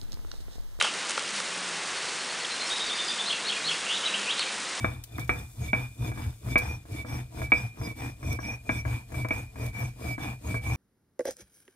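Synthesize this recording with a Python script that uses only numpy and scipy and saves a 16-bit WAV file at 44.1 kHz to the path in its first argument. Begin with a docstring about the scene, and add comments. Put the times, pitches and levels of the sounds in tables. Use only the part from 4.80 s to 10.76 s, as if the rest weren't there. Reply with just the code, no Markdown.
"""Grinding spices on a stone slab

A stone roller is pushed to and fro over spices, close by in a kitchen. Grit under the roller drives
slab and counter into a rumble, crunches, hisses and keeps the roller's bending modes ringing faintly.
Husks tick. Knocks of the roller excite the modes of both stones, and now and then a seed snaps;
the walls reflect these impacts. A soft rustle accompanies the first strokes."""
import sys
import numpy as np
from scipy import signal
from scipy.fft import rfft, irfft
from scipy.io import wavfile
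from scipy.ndimage import uniform_filter1d

SR = 44100
rng = np.random.default_rng(int(sys.argv[2]) if len(sys.argv) > 2 else 0)


def int16_out(signal):
    """Quantize to a 16-bit WAV file."""
    q = np.round(np.clip(np.atleast_2d(signal).T, -1, 1) * 32767)
    wavfile.write(sys.argv[1], SR, q.astype(np.int16))


N = 262836
HZ = np.fft.rfftfreq(N, 1 / SR)
TIME = np.arange(N) / SR


def amp(db):
    """Amplitude ratio: a factor of ten per 20 dB."""
    return 10 ** (np.asarray(db) / 20)


def over_frequency(table, column=1):
    """Interpolation of one column over log frequency."""
    columns = np.transpose(table)
    return np.interp(np.log(HZ + 1), np.log(columns[0] + 1), columns[column])


def resonance(hz, width):
    """Response of a damped oscillator, with gain 1 at its centre."""
    return 1 / (1 + 1j * (HZ ** 2 - hz ** 2) / (width * HZ + 1e-9))


def noise():
    """White Gaussian noise in two independent channels."""
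    return rng.standard_normal((2, N))


def drift(per_s):
    """Slow random modulation of rms 1."""
    steps = rng.standard_normal(600)
    return unit_rms(np.interp(TIME * per_s, np.arange(len(steps)), steps))


def grit(per_s, spread_db):
    """Shot noise: grains break at random moments and with random strengths."""
    sizes = amp(spread_db * np.minimum(rng.exponential(1, N), 4))
    return unit_rms(noise() * sizes * (rng.random(N) < per_s / SR))


def unit_rms(x):
    """Normalisation to rms 1 in the mid channel."""
    return x / np.sqrt(np.mean(np.atleast_2d(x).mean(0) ** 2) + 1e-20)


def steadied(x, span_s, share):
    """Envelope compression: chance swells even out, as under the hands' steady pressure."""
    window = signal.windows.hann(int(span_s * SR) + 3)
    power = signal.fftconvolve(x.mean(0) ** 2, window / window.sum(), "same")
    return unit_rms(x / (abs(power) + 1e-3) ** (share / 2))


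# sound field at two microphone ports:
# (frequency [Hz], coherence [0-1], phase lead of left [rad], left minus right [dB])
PORTS = [(130.68, 0.92, -2, 0.74), (297, 0.86, 1, 0.5), (446, 0.93, 1.2712, -5), (639.5, 1, 1.5, 7),
         (1020, 0.66, 1.37, 2), (1590, 0.083, 2.5, 3.5), (2315, 0.81, 1, -2.5), (2460, 1, 1.6031, 0.5),
         (3500, 0.2397, 1.5, 2), (5750, 0.65, 2, -3), (9200, 0.15, 1.5, 8), (14000, .45, 1.6, 2)]
def at_ports(drive, colour):
    """Partial coherence: two filtered drives mix at the ports, long waves almost alike; rms 1."""
    left, independent = rfft(drive)
    apart = .03 + .97 * HZ ** 6 / (HZ ** 6 + 230 ** 6)
    coherence = 1 - apart * (1 - over_frequency(PORTS))  # lowered by room reflections
    lead = apart * over_frequency(PORTS, column=2)
    right = (coherence * left + np.sqrt(1 - coherence ** 2) * independent) * np.exp(-1j * lead)
    lean = amp(over_frequency(PORTS, column=3) / 2)
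    mid = np.sqrt(lean ** 2 + lean ** -2 + 2 * coherence * np.cos(lead))
    return unit_rms(irfft(np.array([left * lean, right / lean]) * colour / mid, N))


# strokes, pull and push in turn, with relative levels: (start [s], delay of peak pressure [% of stroke],
# grinding [dB], hiss [dB], rumble [dB], lower ring [dB], upper ring [dB], bare stone contact [dB])
STROKES = [(-.04, -14, -44, -55, -31, -43, -58, -4), (0.238, -1.5, -48, -56.5, -31, -45, -55, -4),
           (.465, -6, -45.5, -56.5, -33.5, -66.5, -50.5, 1.5),
           (0.693, 1.5, -45, -53, -32.5, -39.5, -58, -2), (0.919, -12, -43.5, -54, -33, -45, -47, 0),
           (1.115, 0.5, -39, -52, -30, -47.5, -46.5, -1.5), (1.334, -14, -43, -54.5, -33, -49, -58, -1),
           (1.563, 4, -39, -50, -30, -39, -56, -1.5), (1.767, -3, -42.5, -53, -30.5, -62, -44, 0.5),
           (2.013, -3.5, -42.5, -52.5, -34.5, -40, -59, -5), (2.247, 0.5, -41, -53, -30.5, -47.5, -50.5, 1),
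           (2.463, -2, -40.5, -51.5, -30, -40.5, -53.5, -2.5),
           (2.688, -1.5, -43, -53.5, -34.5, -58, -46, 0.5), (2.919, -6, -38, -52, -36, -41, -56, -0.5),
           (3.143, 3, -40, -52.5, -34, -49, -46.5, 1.5), (3.348, -5, -39.5, -51, -29.5, -40, -47, 2.5),
           (3.59, 3.5, -40.5, -52.5, -35.5, -44, -38.5, 4.5),
           (3.788, -3.5, -42.5, -51.5, -28.5, -38, -42, 1),
           (4.033, -4, -42.5, -53.5, -36.5, -43, -46.5, -2), (4.25, -9.5, -42, -51.5, -29, -39, -53, -2),
           (4.475, -7.5, -43, -54.5, -34.5, -44, -46, -2),
           (4.693, -4.5, -40.5, -53, -29.5, -44.5, -49, -1.5),
           (4.918, 1.5, -42, -53, -33, -41.5, -51.5, -0.5),
           (5.133, -9, -39.5, -50.5, -32, -37.5, -51.5, -4.5),
           (5.371, -1.5, -38.5, -52.5, -33, -44.5, -44, -1.5),
           (5.578, -6.5, -38, -50, -28.5, -34.5, -50, -6), (5.805, 2, -40.5, -50.5, -26, -39.5, -45, 0.5)]
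def strokes(end_s=6.02):
    """Reciprocating motion: the stroke under way at each moment and its progress, 0-1."""
    turns = [row[0] for row in STROKES] + [end_s]
    place = np.interp(TIME, turns, np.arange(len(turns)))
    stroke = np.minimum(place.astype(int), len(STROKES) - 1)
    return stroke, place - stroke


def stroke_gain(column):
    """Stepped envelope: one level per stroke, smoothed at the turns."""
    stroke, _ = strokes()
    return uniform_filter1d(amp(np.transpose(STROKES)[column])[stroke], size=600)


def swell(column, push_crest, pull_crest, sharpness, t60, rest_db):
    """Friction follows speed: each stroke is an arch of level with an exponential ring-out."""
    stroke, progress = strokes()
    delay = np.transpose(STROKES)[1][stroke] / 100
    crest = np.clip(np.where(stroke % 2, push_crest, pull_crest) + delay, .05, .95)  # share of stroke
    skewed = progress ** (np.log(.5) / np.log(crest))
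    arch = abs(np.sin(np.pi * skewed)) ** sharpness
    retained = amp(-60 / (t60 * SR)) ** 2
    energy = signal.lfilter([1 - retained], [1, -retained], (stroke_gain(column) * arch) ** 2)
    return np.sqrt(energy + amp(rest_db) ** 2)


# modes of the slab on the counter: (frequency [Hz], bandwidth [Hz], level [dB])
COUNTER_MODES = [(67.342, 20.7, 2), (94.7, 59.5, -6), (115, 11, 3), (125.2, 5.8, 3)]
# the roller drops off coarse seeds: (time [s], level [dB])
BUMPS = [(.05, -28.5), (.6, -43.5), (0.809, -27), (1.0, -34), (1.221, -26.5), (1.48, -26.5), (1.67, -29),
         (1.71, -29), (2.13, -32), (2.33, -31), (2.85, -31.5), (3.02, -28.5), (3.46, -28), (3.51, -27.5),
         (4.075, -29), (4.12, -26.5), (4.16, -36.5), (5.04, -29.5), (5.67, -31.5)]
# stroke envelope: (push crest [0-1], pull crest [0-1], sharpness [exponent], t60 [s], rest level [dB])
RUMBLE_SWELL = (0.68, 0.4, 1.63, 0.33, -55)
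def rumble(sway_db=-52, sway_hz=43, sway_exponent=0.45, bump_s=0.025):
    """Forced vibration: rolling over seeds shakes the slab; the heavy counter sways between strokes."""
    body = sum(amp(db) * abs(resonance(hz, width)) ** 2 for hz, width, db in COUNTER_MODES)
    body *= HZ ** 4 / (HZ ** 4 + 50 ** 4)
    bumps = sum(amp(db) * np.exp(-((TIME - s) / bump_s) ** 2) for s, db in BUMPS)
    force = np.hypot(swell(4, *RUMBLE_SWELL), bumps)
    sway = steadied(at_ports(noise(), resonance(sway_hz, 18.67) ** 3), span_s=0.19, share=0.4)
    shake = steadied(at_ports(noise(), body), span_s=0.1, share=0.54)
    return amp(-1.64) * force * shake + amp(sway_db) * unit_rms(force ** sway_exponent * sway)


# grinding spectra on the push and on the pull: (frequency [Hz], level [dB])
PUSH_SPECTRUM = [(100, -22.5), (175, 4), (250, 4), (275, 3), (315, 6.5), (385, -9.5), (440, 1.5),
                 (540, -11), (630, -2), (740, -4), (810, -15), (950, -9.5), (1600, -20.5), (2100, -20.5),
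                 (2800, -28), (4200, -53)]
PULL_SPECTRUM = [(100, -43), (175, -2.5), (225, 2.5), (315, 1), (390, -15), (480, -5.5), (550, -15.5),
                 (700, -7), (850, -6.5), (1300, -15.5), (1650, -15), (2100, -19), (2800, -22.5),
                 (4200, -38)]
# stroke envelope of the grinding: columns as in RUMBLE_SWELL
GRIND_SWELL = (0.6759, 0.4164, 1.53, 0.03, -64.5)
def grinding(patchy_db=2.5):
    """Brittle fracture of coarse grains: the spectrum shifts with direction and point of contact."""
    stroke, _ = strokes()
    pulling = np.clip(uniform_filter1d(1. - stroke % 2, size=1500), 0, 1)
    grains = grit(per_s=1800, spread_db=2.0)
    push = at_ports(grains, amp(over_frequency(PUSH_SPECTRUM)))
    pull = at_ports(grains, amp(over_frequency(PULL_SPECTRUM)))
    spectrum = rfft(np.sqrt(1 - pulling) * push + np.sqrt(pulling) * pull)
    centres_hz = np.geomspace(200, 2600, 9)
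    bands = (irfft(spectrum * np.interp(HZ, centres_hz, peak), N) for peak in np.eye(len(centres_hz)))
    crunch = unit_rms(sum(band * amp(patchy_db * drift(per_s=32)) for band in bands))
    return amp(-0.36) * swell(2, *GRIND_SWELL) * steadied(crunch, span_s=0.089, share=0.92)


# bending modes of the roller: (lower [Hz], upper [Hz])
BENDING_HZ = [2302, 2425]
# stroke envelope of each mode: columns as in RUMBLE_SWELL
RING_SWELLS = [(0.79, 0.27, 2.38, 0.16, -77), (0.58, 0.44, 3.6, 0.26, -74)]
def roller_ring(width_hz=10, skirt_hz=120, tone_share=0.11, wander_hz=3):
    """Mode splitting: the roller is not quite round, so rubbing excites two pitches as it rotates."""
    out = np.zeros((2, N))
    for k, hz in enumerate(BENDING_HZ):
        rough = at_ports(noise(), resonance(hz, width_hz) * resonance(hz, skirt_hz))
        pitch = [hz + wander_hz * drift(per_s=20) for port in range(2)]  # the point of contact moves
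        tone = at_ports(np.sin(2 * np.pi * np.cumsum(pitch, axis=1) / SR), 1)
        ring = np.sqrt(1 - tone_share) * rough + np.sqrt(tone_share) * tone
        out += swell(5 + k, *RING_SWELLS[k]) * steadied(ring, span_s=0.093, share=0.752)
    return amp(-0.52) * out


# spectrum of fine grit: (frequency [Hz], level [dB])
HISS_SPECTRUM = [(1000, 4), (2700, 3), (4300, 3.5), (6300, -0.5), (8500, 4), (12000, 3), (14500, -6),
                 (16000, -4)]
# high stone modes: (frequency [Hz], bandwidth [Hz], level [dB], growth with bare contact [dB/dB])
OVERTONES = [(3536, 44, -2, 0), (5030, 20, -2, -0.5), (5740, 18.5, 3.5, 2), (6640, 15.7, -0.5, -0.567),
             (7740, 23.5, -8.5, 0.5), (8250, 47, -3.5, 0.5), (10070, 31, -7.5, -0.5), (10560, 17, -8, 0.5),
             (12040, 34, -6.5, 0.5), (13234, 67, -9.5, -0.5)]
# stroke envelope of fine grit and husks: columns as in RUMBLE_SWELL
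HISS_SWELL = (0.716, 0.4, 1.14, 0.03, -67)
def hiss(flare_db=4.0, pressure_exponent=0.6567):
    """Friction noise: fine grit sizzles, and high modes flare where bare stone bites."""
    sand = at_ports(grit(per_s=9000, spread_db=-2.5) + .5 * noise(), amp(over_frequency(HISS_SPECTRUM)))
    drive = rfft(at_ports(grit(per_s=4000, spread_db=-0.5), 1))
    touch = stroke_gain(column=7)
    modes = np.zeros((2, N))
    for hz, width, db, growth in OVERTONES:
        flare = amp(db + flare_db * drift(per_s=18))
        modes += flare * touch ** growth * irfft(drive * resonance(hz, width), N)
    bare = touch * unit_rms(swell(2, *GRIND_SWELL)) ** pressure_exponent
    stone = bare * steadied(unit_rms(modes), span_s=0.66, share=0.62)
    # the more bare stone sings, the less grit is left to sizzle
    blend = (amp(1.0) * sand + amp(-1.24) * stone) / np.sqrt(1 + .5 * bare ** 2)
    return swell(3, *HISS_SWELL) * blend


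def husks(hz=3560, width_hz=130, db=-4, fade_db_per_s=3.0):
    """Impulse excitation of a resonance: whole husks tick, more faintly as they are crushed."""
    ticks = at_ports(grit(per_s=160, spread_db=1.5), resonance(hz, width_hz) ** 2)
    return amp(db - fade_db_per_s * TIME) * swell(3, *HISS_SWELL) * ticks


# spectrum of the quiet room: (frequency [Hz], level [dB])
ROOM_SPECTRUM = [(20, -20), (42, 17), (100, -0.5), (200, 2), (600, -40), (2000, -45), (8000, -14),
                 (16000, -53.5)]
def room_tone():
    """Stationary noise: a faint background, mostly bass."""
    return amp(-62.5) * at_ports(noise(), amp(over_frequency(ROOM_SPECTRUM)))


def struck_modes(table, t):
    """Free vibration: damped sinusoids at the two ports, as modes x channels x time."""
    port_hz, _, leads, leans_db = np.transpose(PORTS)
    side = np.array([[.5], [-.5]])
    modes = []
    for hz, db, t60 in table:
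        decay = amp(db - 60 * t / t60 + side * np.interp(hz, port_hz, leans_db))
        modes.append(decay * np.sin(2 * np.pi * hz * t + side * np.interp(hz, port_hz, leads)))
    return np.array(modes)


def softened(x, db, edge_hz=5200, db_per_octave=9):
    """Contact time limits bandwidth: a gentler blow lasts longer and holds less treble."""
    cutoff_hz = np.clip(edge_hz * 2 ** ((db + 8.5) / db_per_octave), 1300, 12000)
    return signal.sosfilt(signal.butter(2, cutoff_hz, fs=SR, output="sos"), x)


# modes of the struck roller and slab: (frequency [Hz], level [dB], t60 [s])
ROLLER_MODES = [(2309.2, -6.5, 0.12), (2270, -14.5, 0.02712), (2420, -23, 0.4), (2515, -25.5, 0.16),
                (2640, -24, 0.013), (3509.4, -28, 0.025)]
SLAB_MODES = [(122, -17.5, 0.28), (239, -7, 0.061), (316.7, -4.5, 0.057), (494, -18, 0.27),
              (641, -7.5, 0.076), (737.4, -15.5, 0.11), (1030, -39, 0.009), (1060, -10, 0.05237),
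              (1208, -6, 0.034), (1475, -11.5, 0.025), (1647, -4, 0.072), (1668, -12.5, 0.04253),
              (2075, -3.5, 0.033)]
# blur of the many weaker modes of slab and counter: (frequency [Hz], level [dB])
SCATTER_SPECTRUM = [(50, 9.5), (120, 1.5), (300, 7), (410, -7.5), (800, 0.5), (1750, -2.5), (2300, -6),
                    (3000, -18), (3600, -10), (5000, -34)]
# stone meets stone: (time [s], clink level [dB], thud level [dB], left minus right [dB])
KNOCKS = [(0.044, -17, -21, 2.5), (.383, -51, -26, -3), (0.4932, -11.5, -18.5, -1.5),
          (0.9313, -8, -20.5, 0), (1.316, -32.5, -34, 0), (1.374, -57, -38.5, -3), (1.7567, -4, -17.5, 0),
          (1.819, -49, -30, 1), (2.053, -68.5, -49.5, -1), (2.247, -56, -34.5, -1), (2.616, -25.5, -29, -2),
          (2.719, -1, -19, -0.5), (3.014, -39, -37, -2), (3.428, -40, -38, 0), (3.588, -40, -31, 1.5),
          (3.892, -13, -21, 0.5), (4.051, -40, -29.5, 5.5), (4.319, -52, -41, 4), (4.342, -32.5, -42, 13.5),
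          (4.447, -30, -27.5, 3.5), (4.486, -31, -41, -6), (4.507, -11, -24, 0), (4.757, -44.5, -39, -0.5),
          (5.379, -61, -32, 3), (5.743, -44, -28.5, -1)]
def knocks(clink_rise_s=0.0014, thud_rise_s=0.00039, burst_t60=0.039, tail_t60=0.18, vary_db=2.7):
    """Modal superposition: each blow sums a bright clink of the roller and a dull thud of the slab."""
    out, t = np.zeros((2, N)), TIME[:SR // 3]
    clink = struck_modes(ROLLER_MODES, t).sum(0) * (1 - np.exp(-t / clink_rise_s))
    slab = struck_modes(SLAB_MODES, t)
    scatter = steadied(at_ports(noise(), amp(over_frequency(SCATTER_SPECTRUM))), span_s=0.035, share=.5)
    scatter_decay = amp(-5 - 60 * t / burst_t60) + amp(-14 - 60 * t / tail_t60)
    for k, (s, clink_db, thud_db, pan_db) in enumerate(KNOCKS):
        # the place of the blow sets the strength and sign of each mode
        shares = amp(-0.3 + vary_db * rng.standard_normal(len(slab))) * rng.choice([-1, 1], len(slab))
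        blur = np.roll(scatter, -k * len(t), axis=1)[:, :len(t)] * scatter_decay
        thud = (np.tensordot(shares, slab, 1) + blur) * (1 - np.exp(-t / thud_rise_s))
        blow = amp(clink_db) * clink + amp(thud_db) * softened(thud, thud_db)
        start = round(s * SR)
        out[:, start:start + len(t)] += blow[:, :N - start] * amp([[pan_db / 2], [-pan_db / 2]])
    return out


def contact(lift_db=7, lift_s=0.0067):
    """Loss of contact: the roller rides up on a seed and rubs less just before each knock."""
    lifted = sum(np.exp(-abs(TIME - s) / lift_s) * (TIME < s) for s, *_ in KNOCKS)
    return amp(-lift_db * uniform_filter1d(lifted, size=60))


def kitchen_reverb(x, t60=0.34, wet_db=-14, echoes_per_s=2000, gap_s=.012):
    """Reverberation: hard walls return a short diffuse tail."""
    t = TIME[:SR // 2]
    echoes = rng.standard_normal((2, len(t))) * (rng.random((2, len(t))) < echoes_per_s / SR)
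    tail = echoes * amp(-60 * t / t60) * (t > gap_s)
    tail /= np.linalg.norm(tail, axis=1, keepdims=True)
    return amp(wet_db) * signal.fftconvolve(x, tail, axes=1)[:, :N]


# seeds split: (time [s], level [dB], t60 [s])
SNAPS = [(0.2375, -37, 0.04393), (.323, -51, 0.0188), (0.379, -42, 0.03408), (0.394, -41.5, 0.07),
         (.41, -51, .03), (.445, -47.5, 0.043), (.477, -46, 0.025), (0.495, -40.5, 0.044),
         (.59, -43.5, .03), (1.779, -30, 0.027), (1.785, -38, 0.088), (3.527, -36, 0.026),
         (4.485, -40.5, 0.025), (4.8622, -38.5, 0.0328)]
# spectrum of a splitting seed: (frequency [Hz], level [dB])
SNAP_SPECTRUM = [(1000, -9), (3000, -0.5), (4500, 3), (7500, 1), (11000, 5), (16000, 1.5)]
def seed_snaps(rise_s=0.00072):
    """Sudden fracture: a seed splits with a short, bright burst of noise."""
    bursts = np.zeros(N)
    for s, db, t60 in SNAPS:
        age = np.maximum(TIME - s, 0)
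        bursts += amp(db - 60 * age / t60) * (1 - np.exp(-age / rise_s))
    return bursts * at_ports(noise(), amp(over_frequency(SNAP_SPECTRUM)))


# envelope of the rustle: (time [s], level [dB])
RUSTLE = [(.3, -78), (.6, -60), (1.2, -64.5), (1.7, -65.5), (2.1, -96)]
def rustle(hz=8500, width_hz=5000):
    """Filtered shot noise: a soft, grainy rustle, perhaps of gloves on the handles."""
    envelope = amp(np.interp(TIME, *np.transpose(RUSTLE)))
    return envelope * at_ports(grit(per_s=5000, spread_db=1.5), resonance(hz, width_hz))


def scene():
    """Linear superposition: rubbing, impacts and their reflections add over the quiet of the room."""
    rubbing = rumble() + contact() * (grinding() + roller_ring() + hiss() + husks())
    impacts = knocks() + seed_snaps()
    return rubbing + room_tone() + rustle() + impacts + kitchen_reverb(impacts)


def record(dry, low_hz=32, high_hz=15700):
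    """Band limiting: the lowest bass and the highest treble are filtered out."""
    highpass = signal.butter(4, low_hz, "highpass", fs=SR, output="sos")
    lowpass = signal.firwin(1023, high_hz, window=("kaiser", 9), fs=SR)
    return signal.oaconvolve(signal.sosfilt(highpass, dry), lowpass[None], "same", axes=1)


dry = scene()
out = record(dry)
int16_out(out)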